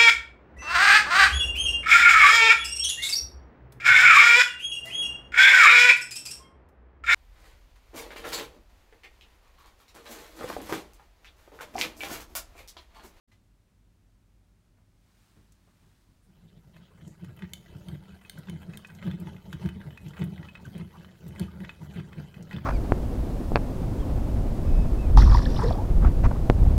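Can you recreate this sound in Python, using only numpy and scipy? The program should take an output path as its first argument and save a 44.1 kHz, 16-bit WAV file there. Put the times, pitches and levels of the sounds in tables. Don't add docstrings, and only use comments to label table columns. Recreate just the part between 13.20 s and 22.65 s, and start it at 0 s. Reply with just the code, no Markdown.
import sys
import numpy as np
from scipy import signal
from scipy.fft import rfft, irfft, next_fast_len
from scipy.io import wavfile
from scipy.ndimage import map_coordinates

SR = 44100
rng = np.random.default_rng(int(sys.argv[2]) if len(sys.argv) > 2 else 0)


def digitize_waveform(pressure):
    field = np.atleast_2d(pressure).T
    bounded = np.clip(field, -1, 1)
    quanta = np.round(bounded * 32767).astype(np.int16)
    wavfile.write(sys.argv[1], SR, quanta)


N = 416744
NOW = np.arange(N) / SR
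RING = np.arange(SR // 3) / SR


# pitch_hz, level_db, fade_s
BOX_TONES = [(77, 0, 0.33), (103.3, 5, 0.17), (169, -21, 0.15), (177, -13, 0.42), (214.2, 3.5, 0.13),
             (280, -20, 0.33), (338, -7, 0.11), (358, 0, 0.083), (429.5, 0.5, 0.023), (456, -15, 0.023),
             (548, -12.5, 0.089), (676, -8.5, 0.068), (685, -11.5, 0.06), (909, -11.5, 0.056)]
# peak_s, level_db, pitch_hz
BOX_THUMPS = [(3.104, -53, 172), (3.174, -53.5, 158), (3.253, -48, 167), (3.376, -45.5, 165),
              (3.472, -50.5, 137), (3.563, -47, 160), (3.831, -43, 163), (3.876, -39, 156),
              (4.034, -35, 164.5), (4.094, -38, 128), (4.236, -31.5, 184), (4.558, -36.5, 148),
              (4.687, -35, 173), (4.735, -31.5, 155), (4.903, -42, 188), (5.192, -35.5, 155),
              (5.299, -30, 178), (5.334, -32.5, 169), (5.359, -33, 153), (5.494, -34, 173),
              (5.865, -27.5, 183), (5.881, -23.5, 156), (5.946, -33, 172.4), (6.021, -31.5, 171),
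              (6.077, -32.5, 152), (6.348, -30.5, 153), (6.459, -20, 173.5), (6.571, -34, 206),
              (6.677, -35.5, 148), (6.867, -31, 163), (7.02, -19, 170.5), (7.063, -29.5, 172),
              (7.13, -32, 181), (7.199, -32, 165), (7.477, -34, 133), (7.563, -31, 176), (7.618, -29, 168),
              (7.804, -41.5, 160), (8.088, -34, 136), (8.215, -21.5, 180.3), (8.413, -35, 187),
              (8.63, -33.5, 157), (8.772, -28.5, 198), (8.79, -24.5, 175), (8.987, -28, 160),
              (9.237, -42.5, 165), (9.347, -29, 170), (9.37, -27, 145), (9.424, -38, 152)]

def box_thumps(rise_s=0.0087, fall_s=0.0081, sag=0.1, shudder_db=1.5, box_db=-8, octave_db=-15):
    out, t = np.zeros(N), RING - RING[-1] / 2
    for peak_s, db, hz in BOX_THUMPS:
        swell = np.exp(-np.hypot(t, .004) / np.where(t < 0, rise_s, fall_s))
        cycles = np.cumsum(hz * (1 - sag * np.tanh(t / 0.0088))) / SR
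        angle = 2 * np.pi * (cycles - cycles[len(t) // 2])
        shudder = np.cos(angle) + amp(octave_db) * np.cos(2 * angle)
        add(out, peak_s + t[0], amp(db + shudder_db) * peaked(swell * shudder))
        landing = ring(BOX_TONES, detune=0.0081) * fade_in(0.0015)
        add(out, peak_s - 0.0021, -amp(db + box_db) * peaked(landing))
    return out


# pitch_hz, level_db, fade_s
ROD_TONES = [(885, -11, 0.046), (1170, 11.5, 0.0048), (1595, 5.5, 0.0094), (1911, -7, 0.035),
             (2094, 0.5, 0.011), (2547, -3, 0.034), (3060, -9.5, 0.034), (3040, 0.5, 0.019),
             (3390, -8.5, 0.014), (3540, -5, 0.017), (4330, -19, 0.025)]
# pitch_hz, level_db
CRACK_COLOUR = [(150, -18), (500, 9), (1000, -9), (1700, 17), (2250, 3), (3300, 6.5), (5000, -6),
                (8000, -11), (16000, -38)]
# pitch_hz, level_db
FIZZ_COLOUR = [(2000, -16), (5000, -3), (7100, 0), (8200, -4.5), (9500, -1.5), (10400, -9), (11800, 1.5),
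               (13000, -8.5), (16000, -3.5)]
# start_s, level_db, strongest_hz, treble_db
ROD_CLACKS = [(3.564, -46, 1480, -4), (4.044, -44, 1800, 1.5), (4.1896, -43.5, 1860, -3),
              (4.22, -33, 1940, -25), (5.0475, -41.5, 2550, -28), (5.2835, -36.5, 1520, -26),
              (5.534, -38, 2510, -9), (5.6461, -31.5, 2550, -22), (5.6994, -41, 1810, -13),
              (5.824, -34.5, 2010, -29), (5.876, -40.5, 1240, -15), (5.911, -34, 3480, -10),
              (6.069, -36.5, 890, -24), (6.1626, -43, 2160, -28), (6.3272, -28.5, 1640, -7),
              (6.4573, -34, 1340, -5), (6.4873, -32.5, 2780, -8), (6.602, -47, 2000, -22),
              (6.6128, -37, 1590, -22), (6.7045, -41.5, 3170, -26), (6.773, -34, 2610, -11),
              (6.9332, -40, 1930, -24), (6.9663, -39, 1950, -17), (6.991, -38.5, 2080, -2.5),
              (7.0106, -39.5, 3520, -26), (7.0173, -32, 1290, -28), (7.0273, -34.5, 2000, -26),
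              (7.1768, -38, 2050, -31), (7.228, -38, 1890, -19), (7.2844, -36, 2550, -35),
              (7.3507, -32.5, 2540, -27), (7.5493, -42.5, 1360, -21), (7.6082, -40.5, 2180, -25),
              (7.8446, -40.5, 1270, -27), (8.159, -38, 2080, -16), (8.226, -40, 3330, -25),
              (8.4016, -38.5, 1960, -8), (8.446, -33.5, 1860, -30), (8.4913, -27.5, 2570, -35),
              (8.758, -44, 1320, -5), (8.797, -37, 1530, -25), (8.9282, -37, 2100, -13),
              (9.1406, -40, 2710, -28), (9.3092, -33, 1930, -30), (9.3268, -33, 2550, -10),
              (9.362, -32.5, 3430, -26), (9.3829, -34.5, 1210, -27)]

def rod_clacks(focus_db=9, linger=0.48, crack_db=-13, treble_db=-6, level_db=-2):
    out = np.zeros(N)
    tone_hz, tone_db, fade_s = np.transpose(ROD_TONES)
    for start_s, db, hz, treble in ROD_CLACKS + loose_rod_knocks():
        squarely = np.exp(-(np.log2(tone_hz / hz) / .13) ** 2)
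        tones = np.transpose([tone_hz, tone_db + focus_db * squarely, fade_s * (1 + linger * squarely)])
        blow = struck(ring(tones, detune=0.0042)) + amp(crack_db) * burst(CRACK_COLOUR, 0.033)
        blow = struck(blow * fade_in(.0012))
        fizz = amp(treble + treble_db) * struck(burst(FIZZ_COLOUR, 0.035))
        add(out, start_s + 0.001064, amp(db + level_db) * (blow + fizz))
    return out


def loose_rod_knocks(per_s=7, over_scrape_db=13, spread_db=2, ceiling_db=-42, treble_db=-18):
    chances = rng.random((200, 4))
    scrape, rows = friction(SCRAPE), []
    span_s = NOW[-1] - FULL_SPEED_S
    for when, kept, size, pitch in chances:
        if kept < per_s * span_s / len(chances):
            start_s = FULL_SPEED_S + when * span_s
            db = min(20 * np.log10(scrape[int(start_s * SR)]) + over_scrape_db, ceiling_db)
            hz = ROD_TONES[int(pitch * len(ROD_TONES))][0]
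            rows.append((start_s, db + spread_db * (2 * size - 1), hz, treble_db))
    return rows


# pitch_hz, level_db, fade_s
WIRE_TONES = [(1610, 0, 0.031), (2170, 8, 0.02), (3090, 9, 0.032), (3580, 7, 0.026), (4380, 10, 0.007),
              (6300, -13, 0.11), (9340, 7, 0.0095), (9960, -22, 0.012), (10000, -16, 0.055),
              (10860, -5, 0.023), (11700, -33, .015), (14000, -3, 0.021), (16000, -12, .025)]
# start_s, level_db, treble_db
WIRE_SNAPS = [(4.3342, -27, 3.5), (4.6845, -40, -10), (5.0962, -31, -2), (5.2968, -37.5, -5),
              (5.5725, -34.5, -1.5), (8.1959, -32.5, -2)]

def wire_snaps(crack_db=-7, treble_db=5, level_db=1):
    out = np.zeros(N)
    is_high = np.transpose(WIRE_TONES)[0] > 6000
    for start_s, db, treble in WIRE_SNAPS:
        metal = struck(ring(WIRE_TONES, is_high * (treble + treble_db), scatter_db=4, detune=0.013))
        crack = amp(crack_db + treble + treble_db) * burst(FIZZ_COLOUR, 0.01)
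        add(out, start_s + .0005, amp(db + level_db) * struck((metal + crack) * fade_in(0.00019)))
    return out


# start_s, level_db, pitch_hz
WIRE_TICKS = [(2.3205, -51.5, 6900), (3.8762, -46, 6840), (4.1643, -50, 12100), (5.184, -44, 10900),
              (5.67, -48, 7100), (5.7485, -46.5, 6140), (5.9993, -44, 12300), (6.883, -45.5, 6250),
              (7.0384, -42, 12600), (7.452, -48, 6500), (7.578, -46.5, 9300), (8.08, -46, 11100),
              (9.2244, -45.5, 6400)]

def wire_ticks(fade_s=0.042, level_db=-1):
    out = np.zeros(N)
    for start_s, db, hz in WIRE_TICKS:
        colour = [(hz / 4, -16), (hz / 2, -10), (hz, 0), (hz * 2, -13)]
        add(out, start_s + 0.00092, amp(db + level_db) * peaked(burst(colour, fade_s)))
    return out


# pitch_hz, level_db
SCRAPE_COLOUR = [(150, -28), (400, 6), (650, 7), (780, 2.5), (930, 8), (1150, -2.5), (1900, 2.5),
                 (2350, -0.5), (3400, -5), (4800, -13.5), (7000, -44.5), (15000, -37)]
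# pitch_hz, level_db
SHUDDER_COLOUR = [(35, -53), (70, -9), (102, -9), (120, 1), (155, 2), (190, 5), (250, -33), (345, -11.5),
                  (500, -20.5), (900, -27.5), (2000, -67)]

def crank(weight_scrape_db=-38, box_ring_db=-2, rod_ring_db=-9):
    slips, jolts = grains(per_s=2000, spread_db=3.6), grains(per_s=900, spread_db=1.5)
    rods = evened(signal.oaconvolve(slips, ring(ROD_TONES))[:N])
    wood = coloured(slips, SCRAPE_COLOUR) + amp(rod_ring_db) * rods
    wood = wandering_contact(wood, depth_db=9.5, patch_s=.018)
    wires = coloured(slips + grains(per_s=2500, spread_db=1), FIZZ_COLOUR)
    wires = wandering_contact(wires, depth_db=7, patch_s=.035)
    panels = evened(signal.oaconvolve(jolts, ring(BOX_TONES, scatter_db=4.5, detune=0.0018))[:N])
    rumble = coloured(grains(per_s=800, spread_db=-1), SHUDDER_COLOUR)
    box = evened(rumble + amp(box_ring_db) * panels)
    box *= judder(depth_db=6.5, step_s=.03)
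    wood *= judder(depth_db=4, step_s=.009)
    wires *= judder(depth_db=2, step_s=.025)
    wood_level = np.hypot(friction(SCRAPE), amp(weight_scrape_db) * weight_on_bearings())
    return friction(SHUDDER) * box + wood_level * wood + friction(HISS) * wires


SHUDDER, SCRAPE, HISS = range(3)
GRIP_S, GRIP_RISE_S, FULL_SPEED_S = 3.026, 0.042, 4.6
# full_speed_db, quieter_when_slow_db
STEADY_FRICTION = [(-55.5, 9), (-64, 14), (-72, 9)]

def friction(layer):
    full_db, quieter_db = STEADY_FRICTION[layer]
    speed = np.clip((NOW - GRIP_S) / (FULL_SPEED_S - GRIP_S), 0, 1)
    held = np.clip((NOW - GRIP_S) / GRIP_RISE_S, 0, 1)
    return held * np.hypot(amp(full_db - quieter_db * (1 - speed)), strokes(layer))


# lowest_s, tip_db, drop_db, lift_db
CRANK_TURNS = [(3.6, -17, -15, -7.5), (4.221, -3, -8, -21), (4.719, 0.5, -3, -12), (5.32, 0.5, -9, 1),
               (5.873, 0.5, 0.5, 3), (6.458, 4.5, 2, -1.5), (7.02, 4.5, 1, 0.5), (7.6, 1, -2, -4),
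               (8.223, 4, 2, 2.5), (8.778, 3, 1.5, 2.5), (9.351, 3, -0.5, 12.5)]
# delay_turns, half_width_turns, shudder_db, scrape_db, hiss_db
TURN_STROKES = [(-.23, 0.071, -48.5, -69, -73), (-.03, 0.059, -42, -53, -66),
                (0.332, .11, -47.5, -61, -73.5)]

def strokes(layer, turn_s=0.62):
    power, t = np.zeros(N), np.arange(-SR // 4, SR // 4) / SR
    for lowest_s, *forces in CRANK_TURNS:
        for force_db, (delay, width, *levels) in zip(forces, TURN_STROKES):
            swell = np.exp(-(t / (width * turn_s)) ** 2)
            add(power, lowest_s + delay * turn_s + t[0], amp(force_db + levels[layer]) ** 2 * swell)
    return np.sqrt(power)


def weight_on_bearings(lead_s=0.0059, spread_s=0.019, follow=0.74):
    force, t = np.zeros(N), RING - RING[-1] / 2
    for peak_s, db, _ in BOX_THUMPS:
        add(force, peak_s - lead_s + t[0], amp(follow * db) * np.exp(-(t / spread_s) ** 2))
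    return force


def judder(depth_db, step_s):
    catches = rng.uniform(-1, 1, 4000)
    return evened(amp(depth_db * np.interp(NOW / step_s, np.arange(len(catches)), catches)))


def wandering_contact(x, depth_db, patch_s, patch_octaves=.16):
    hz, t, spectrum = signal.stft(x, SR, nperseg=512, noverlap=384)
    place = np.meshgrid(np.log2(1 + hz / 500) / patch_octaves, t / patch_s, indexing="ij")
    patches = map_coordinates(rng.standard_normal((64, 800)), place, order=1, mode="mirror")
    spectrum *= amp(depth_db * np.tanh(patches))
    return evened(signal.istft(spectrum, SR, nperseg=512, noverlap=384)[1][:N])


# middle_s, length_s, level_db, pitch_hz
JOINT_RUBS = [(3.045, .07, -76, 9200), (3.29, .056, -71.5, 3570), (3.376, .06, -74.5, 3520),
              (3.566, .053, -66, 600), (3.648, 0.14, -67.5, 3240), (3.717, 0.036, -63.5, 1120),
              (3.718, 0.041, -63, 430), (3.89, 0.18, -69, 7100), (4.244, .06, -54, 1950),
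              (6.084, 0.029, -51, 890), (7.403, 0.042, -58.5, 890), (7.757, 0.056, -51, 1000),
              (8.287, 0.025, -53.5, 1170), (8.445, .035, -50, 1810), (8.62, .041, -53.5, 905)]

def joint_rubs(width_ratio=1.34):
    out = np.zeros(N)
    for middle_s, length_s, db, hz in JOINT_RUBS:
        colour = [(hz / 4, -35), (hz / width_ratio, -15), (hz, 0), (hz * width_ratio, -15), (hz * 4, -40)]
        swell = signal.windows.hann(round(length_s * SR))
        drag = evened(coloured(rng.standard_normal(len(RING)), colour)[:len(swell)])
        add(out, middle_s - length_s / 2, amp(db) * swell * drag)
    return out


# middle_s, length_s, level_db, pitch_hz
PIVOT_SQUEAKS = [(5.179, 0.011, -46.5, 1544), (7.456, 0.016, -43.5, 1550), (5.7, .025, -49, 1550)]

def pivot_squeaks(sag=0.074):
    out = np.zeros(N)
    for middle_s, length_s, db, hz in PIVOT_SQUEAKS:
        swell = signal.windows.hann(round(length_s * SR))
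        cycles = np.cumsum(hz * (1 - sag * np.linspace(-1, 1, len(swell)))) / SR
        add(out, middle_s - length_s / 2, amp(db) * swell * np.sin(2 * np.pi * cycles))
    return out


# start_s, level_db, treble_db
FLOOR_BUMPS = [(1.569, -64.5, 12), (2.16, -51.5, -6), (2.205, -57, -14), (2.469, -58, 6), (2.625, -53, -3),
               (2.715, -57, -9), (2.885, -55, -16)]

def floor_bumps(fade_s=0.22, rise_s=0.0053):
    out = np.zeros(N)
    for start_s, db, treble in FLOOR_BUMPS:
        colour = [(50, 2.5), (160, 4.5), (300, -2.5),
                  (500, treble - 10), (1000, treble - 11), (2500, treble - 22), (8000, -55)]
        add(out, start_s, amp(db) * peaked(burst(colour, fade_s) * fade_in(rise_s)))
    return out


# pitch_hz, level_db
CLOTH_COLOUR = [(100, -10), (400, -5), (1000, -0.5), (2500, -5), (4000, -5.5), (6500, -9), (9000, -10),
                (11000, -14), (16000, -15)]
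# middle_s, half_length_s, level_db
ARM_MOVES = [(2.07, 0.19, -70.5), (2.65, 0.3, -73)]

def sleeve():
    power = sum(amp(db) ** 2 * np.exp(-((NOW - s) / half_s) ** 2) for s, half_s, db in ARM_MOVES)
    return np.sqrt(power) * coloured(grains(per_s=5100, spread_db=1.5), CLOTH_COLOUR)


# pitch_hz, level_db, fade_s
CLINK_TONES = [(574, -2, 0.11), (1250, -10, .12), (1973, 7, 0.096), (2080, -4, 0.1), (2580, -31, 0.13),
               (3400, -1, 0.1), (4060, -4, 0.11), (6000, -4, 0.063)]

def distant_clink(start_s=.115, level_db=-54.5, rattle_db=-9):
    out = np.zeros(N)
    colour = [(300, -10), (600, -2), (1200, -4), (2000, -1), (4200, -6), (7000, -13), (16000, -25)]
    rattle = amp(rattle_db) * burst(colour, 0.2)
    touch = peaked(ring(CLINK_TONES)) + rattle
    add(out, start_s, amp(level_db) * peaked(touch * fade_in(0.0037)))
    return out


# pitch_hz, fade_s
ECHO_FADES = [(100, 0.4), (300, 0.45), (1000, 0.22), (4000, 0.32), (15000, 0.17)]

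def room_echo(x, patterns=3, echoes_per_s=3000):
    out, size = np.zeros(N), SR // 2
    for k in range(patterns):
        echoes = rng.choice([-1., 1.], size) * (rng.random(size) < echoes_per_s / SR)
        echoes *= np.arange(size) > .003 * SR
        hz, t, spectrum = signal.stft(echoes, SR, nperseg=256)
        spectrum *= np.exp(-np.log(1000) * t / look_up(ECHO_FADES, hz)[:, None])
        tail = signal.istft(spectrum, SR, nperseg=256)[1]
        share = np.sqrt(2 / patterns) * np.cos(np.pi * (NOW + k / patterns))
        out += signal.oaconvolve(x * share, tail / np.linalg.norm(tail))[:N]
    return out


# pitch_hz, level_db
AIR_COLOUR = [(12, -59), (20, -20), (49, 2.5), (70, -11), (104, -0.5), (127, -16), (172, -10.5),
              (347, -21.5), (499, -30), (574, -27), (849, -31), (1960, -35), (2990, -37.5), (8410, -42),
              (16000, -48.5)]

def room_air(level_db=-63):
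    return amp(level_db) * coloured(rng.standard_normal(N), AIR_COLOUR)


def ring(tones, boost_db=0, scatter_db=2, detune=0.018):
    hz, db, fade_s = np.transpose(tones)
    share, shift = rng.standard_normal((2, len(hz)))
    height = amp(db + boost_db + scatter_db * share) * (-1) ** np.arange(len(hz))
    waves = np.sin(2 * np.pi * (hz * (1 + detune * shift))[:, None] * RING)
    return height @ (waves * fade_out(fade_s[:, None]))


def burst(colour, fade_s):
    return coloured(rng.standard_normal(len(RING)), colour) * fade_out(fade_s)


def grains(per_s, spread_db):
    size = amp(spread_db * np.minimum(rng.exponential(1, N), 4)) * rng.choice([-1, 1], N)
    return evened(size * (rng.random(N) < per_s / SR))


def coloured(x, colour):
    size = next_fast_len(len(x))
    gain = amp(look_up(colour, np.fft.rfftfreq(size, 1 / SR)))
    return evened(irfft(rfft(x, size) * gain, size)[:len(x)])


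def look_up(table, hz):
    row_hz, value = np.transpose(table)
    return np.interp(np.log(hz + 1), np.log(row_hz + 1), value)


def fade_in(rise_s):
    return 1 - np.exp(-RING / rise_s)


def fade_out(fade_s):
    return np.exp(-np.log(1000) * RING / fade_s)


def amp(db):
    return 10 ** (np.asarray(db) / 20)


def evened(x):
    return x / np.sqrt(np.mean(x ** 2) + 1e-20)


def peaked(x):
    return x / (abs(x).max() + 1e-20)


def struck(x, attack_s=.004, peak_ratio=2.7):
    return x / (peak_ratio * np.sqrt(np.mean(x[:round(attack_s * SR)] ** 2)))


def add(mix, start_s, sound):
    part = mix[max(round(start_s * SR), 0):][:len(sound)]
    part += sound[:len(part)]


def scene():
    low = box_thumps() + floor_bumps()
    sharp = rod_clacks() + wire_snaps() + wire_ticks()
    soft = crank() + joint_rubs() + pivot_squeaks() + distant_clink()
    echo = room_echo(amp(-9.5) * low + amp(-11) * sharp + amp(-11.5) * soft)
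    return (low + sharp + soft + echo + room_air() + sleeve())[None]


def record(dry, silent_s=.075, top_hz=15900):
    opened = np.clip((NOW - silent_s) / .01, 0, 1)
    low_pass = signal.firwin(511, top_hz, window=("kaiser", 9), fs=SR)
    return signal.oaconvolve(dry * opened, low_pass[None], "same")


dry = scene()
out = record(dry)
digitize_waveform(out)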